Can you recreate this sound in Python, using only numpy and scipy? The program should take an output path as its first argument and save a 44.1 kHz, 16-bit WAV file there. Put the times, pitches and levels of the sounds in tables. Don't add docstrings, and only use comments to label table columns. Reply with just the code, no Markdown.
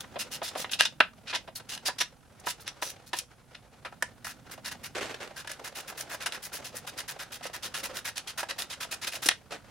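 import sys
import numpy as np
from scipy import signal
from scipy.fft import rfft, irfft, next_fast_len
from scipy.io import wavfile
from scipy.ndimage import map_coordinates

SR = 44100
rng = np.random.default_rng(int(sys.argv[2]) if len(sys.argv) > 2 else 0)


def dump_mix(stems):
    frames = np.atleast_2d(stems).T
    limited = np.clip(frames, -1, 1)
    pcm = np.round(limited * 32767).astype(np.int16)
    wavfile.write(sys.argv[1], SR, pcm)


N = 427769

# start_s, length_s, level_db
NUT_TURNS = [(4.244, 0.076, -41.5), (4.511, 0.031, -42), (4.646, 0.048, -36.5), (4.713, 0.018, -35),
             (4.833, 0.039, -39.5), (5.23, 0.017, -47), (5.361, .054, -41.5), (5.49, 0.05, -42),
             (5.641, 0.047, -39.5), (5.75, 0.06, -40), (5.875, 0.037, -40), (5.972, 0.051, -39),
             (6.094, 0.057, -39), (6.204, 0.035, -38), (6.323, 0.042, -39), (6.422, 0.051, -40),
             (6.526, .049, -37.5), (6.643, 0.04, -40.5), (6.749, 0.04, -42), (6.866, 0.032, -38),
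             (6.974, 0.034, -35), (7.08, 0.041, -36.5), (7.189, 0.048, -39), (7.319, 0.047, -40.5),
             (7.426, 0.051, -40), (7.532, 0.036, -38), (7.625, 0.049, -36.5), (7.74, 0.071, -36),
             (7.831, 0.035, -34), (7.941, 0.053, -40.5), (8.046, 0.047, -34.5), (8.157, 0.039, -39.5),
             (8.272, 0.038, -37.5), (8.376, 0.036, -32), (8.487, 0.028, -33), (8.582, 0.049, -34.5),
             (8.697, 0.045, -38), (8.804, .043, -35), (8.911, 0.034, -33.5), (9.015, 0.038, -35.5),
             (9.067, .023, -32), (9.117, 0.051, -37.5), (9.22, 0.032, -34.5), (9.263, 0.012, -34.5)]
# centre_hz, width_hz, gain_db
FRAME_MODES = [(310, 130, 4.5), (443, 84, -3), (634, 410, 1.5), (880, 68, -1.5), (980, 60, 4),
               (1140, 190, -4.5), (1298, 46, 3), (1470, 29, -2), (1692, 39, 2), (1860, 16, 3),
               (2270, 130, -5), (2490, 67, 5), (2770, 72, 2.5), (2877, 60, 4.5), (3200, 60, 1),
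               (3560, 85, 1.5), (3783, 60, 3), (4550, 63, 0.5), (4540, 110, -4), (5150, 270, 3),
               (5740, 57, 1), (5970, 51, 2), (6600, 51, 1), (9770, 1270, 7), (13200, 730, 4)]
LEAD_S = 0.004


def amp(db):
    return 10 ** (np.asarray(db) / 20)


def unit(x):
    return x / np.sqrt(np.mean(x ** 2) + 1e-20)


def along(points, hz):
    f, v = np.transpose(points)
    return np.interp(np.log(hz + 1), np.log(f + 1), v)


def peaks(modes, hz):
    return sum(db / (1 + (2 * (hz - centre) / width) ** 2) for centre, width, db in modes)


def wobble(rate_hz, size):
    knots = rng.standard_normal(int(size * rate_hz / SR) + 4)
    return map_coordinates(knots, [np.arange(size) * rate_hz / SR])


def add(track, s, sound):
    start = max(round(s * SR), 0)
    part = track[:, start:start + sound.shape[1]]
    part += sound[:, :part.shape[1]]


def shaped(pair, colour):
    # freq_hz, correlation
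    likeness = [(100, 0.79), (300, 0.68), (600, 0.79), (1500, 0.79), (3000, 0.72), (6000, 0.48),
                (9000, 0.23), (15000, 0.2)]
    size = pair.shape[1]
    m = 2 * next_fast_len(size // 2 + 2048)
    hz = np.fft.rfftfreq(m, 1 / SR)
    cepstrum = irfft(np.log(amp(colour(hz))))
    cepstrum[1:m // 2] *= 2
    cepstrum[m // 2 + 1:] = 0
    response = np.exp(rfft(cepstrum))
    angle = np.arccos(np.clip(along(likeness, hz), -1, 1)) / 2
    mid, side = irfft(rfft(pair, m) * response * [np.cos(angle), np.sin(angle)])[:, :size]
    return np.array([mid + side, mid - side])


def turns():
    swell_mean_db, swell_spread_db = -3, 3.5
    first_body_db, body_db_per_s = 6, -0.66
    fizz_mean_db, grip_spread_db = -1.5, 2.6
    first_ring_hz, ring_octaves_per_s, ring_spread_octaves = 1680, 0.214, 0.29
    out = np.zeros((2, N))
    grips = rng.standard_normal((len(NUT_TURNS), 4))
    for (start_s, length_s, level_db), (swell, body, fizz, ring) in zip(NUT_TURNS, grips):
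        elapsed_s = start_s - NUT_TURNS[0][0]
        swell_db = swell_mean_db + swell_spread_db * swell
        body_db = first_body_db + body_db_per_s * elapsed_s + grip_spread_db * body
        fizz_db = fizz_mean_db + grip_spread_db * fizz
        pitch_hz = first_ring_hz * 2 ** (ring_octaves_per_s * elapsed_s + ring_spread_octaves * ring)
        sound = slide(length_s, swell_db, body_db, fizz_db, pitch_hz, ring_db=5)
        add(out, start_s - LEAD_S, amp(level_db) * sound)
    return out


def scrapes():
    # start_s, length_s, level_db, swell_db (start to end), fizz_db, pitch_hz
    pushes = [(0.0, 0.027, -41, -32, -0.5, 3480), (0.188, 0.034, -32.5, -2, -2, 2780),
              (0.313, 0.051, -37.5, 0, -1.5, 3000), (0.428, 0.069, -37, -2, -3.5, 3530),
              (.569, 0.061, -37.5, 4, -1, 3570), (.711, 0.035, -34, 3, -3.5, 2820),
              (0.79, 0.048, -25, -9, -14, 2750), (.852, 0.0065, -17, -7, -14, 3530),
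              (1.271, 0.048, -38, 1, -19, 2460), (1.332, 0.031, -35, 18, -13.5, 3000),
              (1.554, 0.036, -38.5, -17, 3.5, 4370), (1.688, 0.066, -38.5, 3.5, -4.5, 2770),
              (1.854, 0.032, -27, -4, -3.5, 4740), (1.983, 0.014, -34, 4, -6, 5700),
              (2.004, 0.016, -21, -9.5, -10, 5770), (2.458, 0.054, -35.5, 8, -2, 2950),
              (2.603, 0.02, -49.5, 3, 4, 4470), (2.66, 0.03, -42.5, 12, -13, 5790),
              (2.817, 0.098, -39, -7.5, 0, 5960), (3.062, .033, -51.5, -9, 1, 4260),
              (3.134, 0.066, -42, 12, -2, 2464), (3.547, 0.02, -42.5, -22, -25.5, 1820)]
    out = np.zeros((2, N))
    for start_s, length_s, level_db, swell_db, fizz_db, pitch_hz in pushes:
        ring_db = 4 + pitch_hz / 1000
        sound = slide(length_s, swell_db, -2.5, fizz_db, pitch_hz, ring_db)
        add(out, start_s - LEAD_S, amp(level_db) * sound)
    return out


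def slide(length_s, swell_db, body_db, fizz_db, pitch_hz, ring_db):
    # freq_hz, density_db (per Hz)
    steel_spectrum = [(100, -22), (350, -18), (800, -7), (1500, 0), (3000, -2), (4500, 1), (6500, -1),
                      (8200, -5.5), (12000, -7), (16000, -12.5)]
    grip = [(1600, body_db), (3800, 0), (11000, fizz_db), (16000, 2.2 * fizz_db)]

    def steel(hz):
        return along(steel_spectrum, hz) + along(grip, hz) + peaks(FRAME_MODES, hz)

    def singing(hz):
        return steel(hz) + peaks([(pitch_hz, 250, ring_db)], hz)

    def bright(hz):
        return steel(hz) + along([(2000, 1), (7000, 3.53), (14000, 22)], hz)

    sound = rub(length_s + 0.0016, swell_db, singing,
                grit_db=3.5, uneven_db=1.5, rise_s=0.013, release_s=0.0086)
    ticks = catches(length_s, bright, decay_s=0.0011, count=4)
    add(sound, 0.004, amp(-13.5 + 0.33 * fizz_db) * ticks)
    return sound


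def rub(length_s, swell_db, colour, grit_db, uneven_db, rise_s, release_s):
    t = np.arange(int((length_s + 0.08) * SR)) / SR
    slip_db = grit_db * wobble(2500, len(t)) + uneven_db * wobble(169.5, len(t))
    slips = rng.standard_normal((2, len(t))) * amp(slip_db)
    onset = np.sin(np.pi / 2 * np.minimum(t / rise_s, 1)) ** 2
    swell = amp(swell_db * (np.minimum(t / length_s, 1) - 0.5))
    release = np.exp(-np.maximum(t - length_s, 0) / release_s)
    pressure = onset * swell * release
    sound = shaped(slips * pressure, colour)
    return sound * np.sqrt(np.sum(pressure ** 2) / np.sum(sound ** 2 / 2))


def catches(length_s, colour, decay_s, count):
    ticks = np.zeros((2, int((length_s + 0.08) * SR)))
    t = np.arange(SR // 200) / SR
    for place in rng.uniform(0.1, 0.9, count):
        tick = np.exp(-t / decay_s) * rng.standard_normal((2, len(t)))
        add(ticks, place * length_s, amp(rng.normal(0, 4)) * tick)
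    sound = shaped(ticks, colour)
    return sound * np.sqrt(length_s * SR / np.sum(sound ** 2 / 2))


def knocks():
    # start_s, level_db, rattle_s, pitch_hz, clang_db, edge_db (treble)
    blows = [(.041, -44, .0055, 1040, -7, -43), (0.157, -33, 0.0098, 590, -5, -40),
             (0.416, -31, 0.0078, 706, -8, -42), (0.551, -32, 0.0096, 660, -8, -29),
             (0.644, -30, .0041, 1170, -1, -43), (.694, -40, 0.0048, 1500, 7, -29.5),
             (.733, -24.5, 0.0043, 2880, 19, -16), (.808, -8, .0013, 1620, -2, -18),
             (1.0027, -10.5, 0.005, 1520, -6, -39), (1.327, -31.5, 0.02, 1000, 4, -37),
             (1.475, -41, 0.011, 630, -5, -30), (1.598, -44, 0.0049, 900, -3, -21),
             (1.776, -36, 0.0024, 1610, 4, -16), (1.884, -30, .011, 963, -9, -27),
             (2.007, -26, 0.0093, 1200, 4.5, -23), (2.398, -49.5, 0.0047, 6000, 2, 6),
             (2.467, -28, 0.0078, 980, -14, -43), (2.678, -27.5, 0.0014, 1190, -2, -11),
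             (2.823, -27.5, 0.0072, 1020, -6, -22), (3.131, -26.5, 0.0074, 976, -1, -21),
             (3.187, -27, 0.0034, 3190, 4, 1), (3.848, -36, .013, 1280, -9, -31),
             (3.924, -42.5, 0.0048, 760, -14, -31), (4.0235, -20.5, 0.0039, 1770, -15, -21.5),
             (4.245, -36.5, 0.0045, 1880, -8, -15), (4.268, -33.5, 0.0027, 1900, -19, -19),
             (5.473, -35, 0.0052, 1690, -2, -17), (5.515, -33, 0.0028, 1670, -4, -7),
             (5.612, -43.5, 0.0036, 463, -19, -33), (6.009, -29.5, 0.0021, 2200, 1, -5),
             (6.137, -41, 0.0097, 574, -5, -29), (6.259, -26.5, .01, 1560, -4, -15.5),
             (6.322, -31.5, .0028, 2220, 5, -12), (6.603, -41.5, 0.0032, 517, -12, -21),
             (6.767, -33.5, .0036, 1900, -5, -2), (7.451, -35, 0.0077, 550, -2, -27),
             (7.969, -30.5, 0.0028, 3680, 5, -7), (8.17, -33, .003, 4360, 12, -2),
             (8.179, -27, 0.0023, 3540, -1, -9), (8.429, -30, 0.0064, 915, -10, -24),
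             (8.621, -27, 0.0013, 3680, 15, 1), (9.072, -30.5, 0.0044, 2480, 15, -9),
             (9.258, -24.5, 0.0094, 287, 6, -0.5), (9.2872, -11, 0.0026, 1806, -0.5, -14.5),
             (9.31, -28, 0.0067, 1830, -1, -27), (9.52, -36.5, 0.0083, 740, 1, -15)]
    out = np.zeros((2, N))
    for start_s, level_db, rattle_s, pitch_hz, clang_db, edge_db in blows:
        add(out, start_s, amp(level_db) * knock(rattle_s, pitch_hz, clang_db, edge_db))
    return out


def bumps():
    chance, within_s, level_db = 0.4, 0.098, -44
    low_hz, high_hz = 510, 870
    out = np.zeros((2, N))
    draws = rng.random((len(NUT_TURNS), 3))
    for (start_s, _, _), (luck, when, where) in zip(NUT_TURNS, draws):
        pitch_hz = low_hz + where * (high_hz - low_hz)
        sound = knock(0.0067, pitch_hz, clang_db=-7, edge_db=-27)
        add(out, start_s + when * within_s, (luck < chance) * amp(level_db) * sound)
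    return out


def knock(rattle_s, pitch_hz, clang_db, edge_db):
    # freq_hz, density_db (per Hz)
    blow_spectrum = [(60, -33.5), (200, -18.5), (420, -6.5), (600, -1), (1500, 0), (3400, -2), (6000, 7.5),
                     (10000, 3.5), (16000, -10)]
    middle_hz, thud_db_per_octave, thud_most_db = 1100, -9, 14
    t = np.arange(SR // 6) / SR
    attack = 1 - np.exp(-t / (0.083 * rattle_s))
    force = np.exp(-(t / (2.16 * rattle_s)) ** 1.9) * attack
    thud_db = min(thud_db_per_octave * np.log2(pitch_hz / middle_hz), thud_most_db)
    thud_hz = min(pitch_hz, 770)
    hardness = [(thud_hz, thud_db), (2 * thud_hz, 0), (3600, clang_db), (6500, edge_db)]
    modes = FRAME_MODES + [(pitch_hz, 150, 8), (1.8 * pitch_hz, 150, 6)]

    def colour(hz):
        return along(blow_spectrum, hz) + along(hardness, hz) + peaks(modes, hz)

    sound = shaped(burst(force), colour)
    return amp(1.03) * sound * np.sqrt(rattle_s * SR / np.sum(sound ** 2 / 2))


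def burst(force):
    spectrum = rfft(rng.standard_normal((2, len(force))) * force)
    evened = spectrum / np.sqrt(np.abs(spectrum) + 1e-12)
    return irfft(evened, len(force)) * np.sqrt(force)


def paper():
    # start_s, length_s, level_db (before the common 2 dB lift), swell_db (start to end)
    strokes = [(4.948, 0.038, -35.5, -0.5), (5.007, 0.069, -38.5, -11), (5.092, 0.019, -41, 2),
               (5.141, 0.015, -40.5, -22), (5.199, 0.031, -42.5, 5.5), (5.273, 0.013, -47, -32),
               (9.505, 0.041, -42.5, 1.5)]
    # freq_hz, density_db (per Hz)
    sheet_spectrum = [(59, -29), (100, -16), (129, -17.5), (333, -1), (601, 1), (917, -8), (1430, -2.5),
                      (2420, -6), (8060, -18), (11500, -26), (15500, -39)]
    out = np.zeros((2, N))
    for start_s, length_s, level_db, swell_db in strokes:
        sound = rub(length_s, swell_db, lambda hz: along(sheet_spectrum, hz),
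                    grit_db=4.0, uneven_db=0.5, rise_s=0.005, release_s=0.018)
        add(out, start_s, amp(level_db + 2.0) * sound)
    return out


def sleeve():
    # time_s, level_db (before the common 2.5 dB lift)
    rustle_course = [(0.0, -57.5), (0.24, -55), (0.65, -50.5), (1.0, -64.5), (1.56, -61.5), (1.86, -56),
                     (2.16, -64.5), (2.65, -56), (3.48, -65), (4.83, -56), (5.11, -52.5), (5.35, -56.5),
                     (5.86, -53.5), (7.46, -54.5), (7.62, -52.5), (7.94, -51), (8.13, -57.5), (8.54, -53.5),
                     (8.75, -58.5), (9.16, -52), (9.32, -63.5), (9.7, -56.5)]
    # freq_hz, density_db (per Hz)
    cloth_spectrum = [(80, -27.5), (200, -5), (550, -4), (1200, -8), (2500, -11), (6000, -17),
                      (15000, -34.5)]
    level_db = np.interp(np.arange(N) / SR, *np.transpose(rustle_course))
    rustle = np.zeros((2, N))
    for fold_hz in (520, 780, 1400):
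        crumple = amp(3.7 * wobble(25, N) + 4.8 * wobble(110, N))
        fold = [(fold_hz, 0.3 * fold_hz, 9)]
        rustle += shaped(crumple * rng.standard_normal((2, N)),
                         lambda hz: along(cloth_spectrum, hz) + peaks(fold, hz))
    return amp(level_db + 2.5) * unit(rustle)


def garage(x, wet_db, near_db):
    # freq_hz, t60_s
    wall_decay = [(200, 0.21), (1000, 0.12), (3000, 0.16), (8000, 0.16), (15000, 0.05)]
    scatter_colour = [(300, -3.0), (2500, -0.5), (9000, -2), (14000, -12.5)]
    out, size = np.zeros((2, N)), SR // 3
    for start in range(0, N, size):
        scatter = shaped(rng.standard_normal((2, size)), lambda hz: along(scatter_colour, hz))
        scatter = scatter + 0.091 * rng.standard_normal((2, size))
        hz, t, z = signal.stft(scatter, SR, nperseg=256)
        walls = amp(wet_db - 60 * t / along(wall_decay, hz)[:, None])
        near = amp(near_db - 60 * t / 0.16)
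        tail = signal.istft(z * (walls + near), SR, nperseg=256)[1]
        echo = signal.fftconvolve(x[:, start:start + size], tail, axes=1)
        add(out, start / SR + 0.005, echo)
    return out


def air():
    # freq_hz, density_db (per Hz)
    rush_spectrum = [(12, -54), (20, -14), (44, -2.5), (65, 1), (88, -4.5), (101, 2), (158, -0.5),
                     (193, -17), (222, -12), (347, -18.5), (718, -15.5), (2600, -39), (10500, -25.5),
                     (16000, -44.5)]
    # time_s, level_db
    rumble_course = [(0.0, -56), (3.78, -67.5), (3.97, -59.5), (4.92, -55.5), (5.16, -58), (5.37, -64),
                     (6.37, -68), (6.62, -57.5), (7.24, -65.5), (7.7, -57.5), (8.26, -66), (9.7, -59.5)]
    rumble_spectrum = [(40, -23.0), (90, -4.5), (160, -3.5), (260, -3.5), (500, -37.5)]
    rumble = unit(shaped(rng.standard_normal((2, N)), lambda hz: along(rumble_spectrum, hz)))
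    rush = unit(shaped(rng.standard_normal((2, N)), lambda hz: along(rush_spectrum, hz)))
    rumble_db = np.interp(np.arange(N) / SR, *np.transpose(rumble_course))
    return amp(-61) * rush + amp(rumble_db) * rumble


def scene():
    work = turns() + scrapes() + knocks() + bumps() + paper() + sleeve()
    return work + garage(work, wet_db=-41.5, near_db=-43.5) + air()


def record(dry):
    # freq_hz, left_minus_right_db
    balance_curve = [(50, -5), (250, -2.5), (550, -2), (1200, -0.9), (4000, -.5), (9000, 0.2)]
    top_hz = 16000
    m = next_fast_len(N + SR // 2)
    hz = np.fft.rfftfreq(m, 1 / SR)
    balance = amp(np.outer([0.5, -0.5], along(balance_curve, hz)))
    band = 1 / np.sqrt(1 + (hz / top_hz) ** 200)
    return irfft(rfft(dry, m) * balance * band, m)[:, :N]


dry = scene()
out = record(dry)
dump_mix(out)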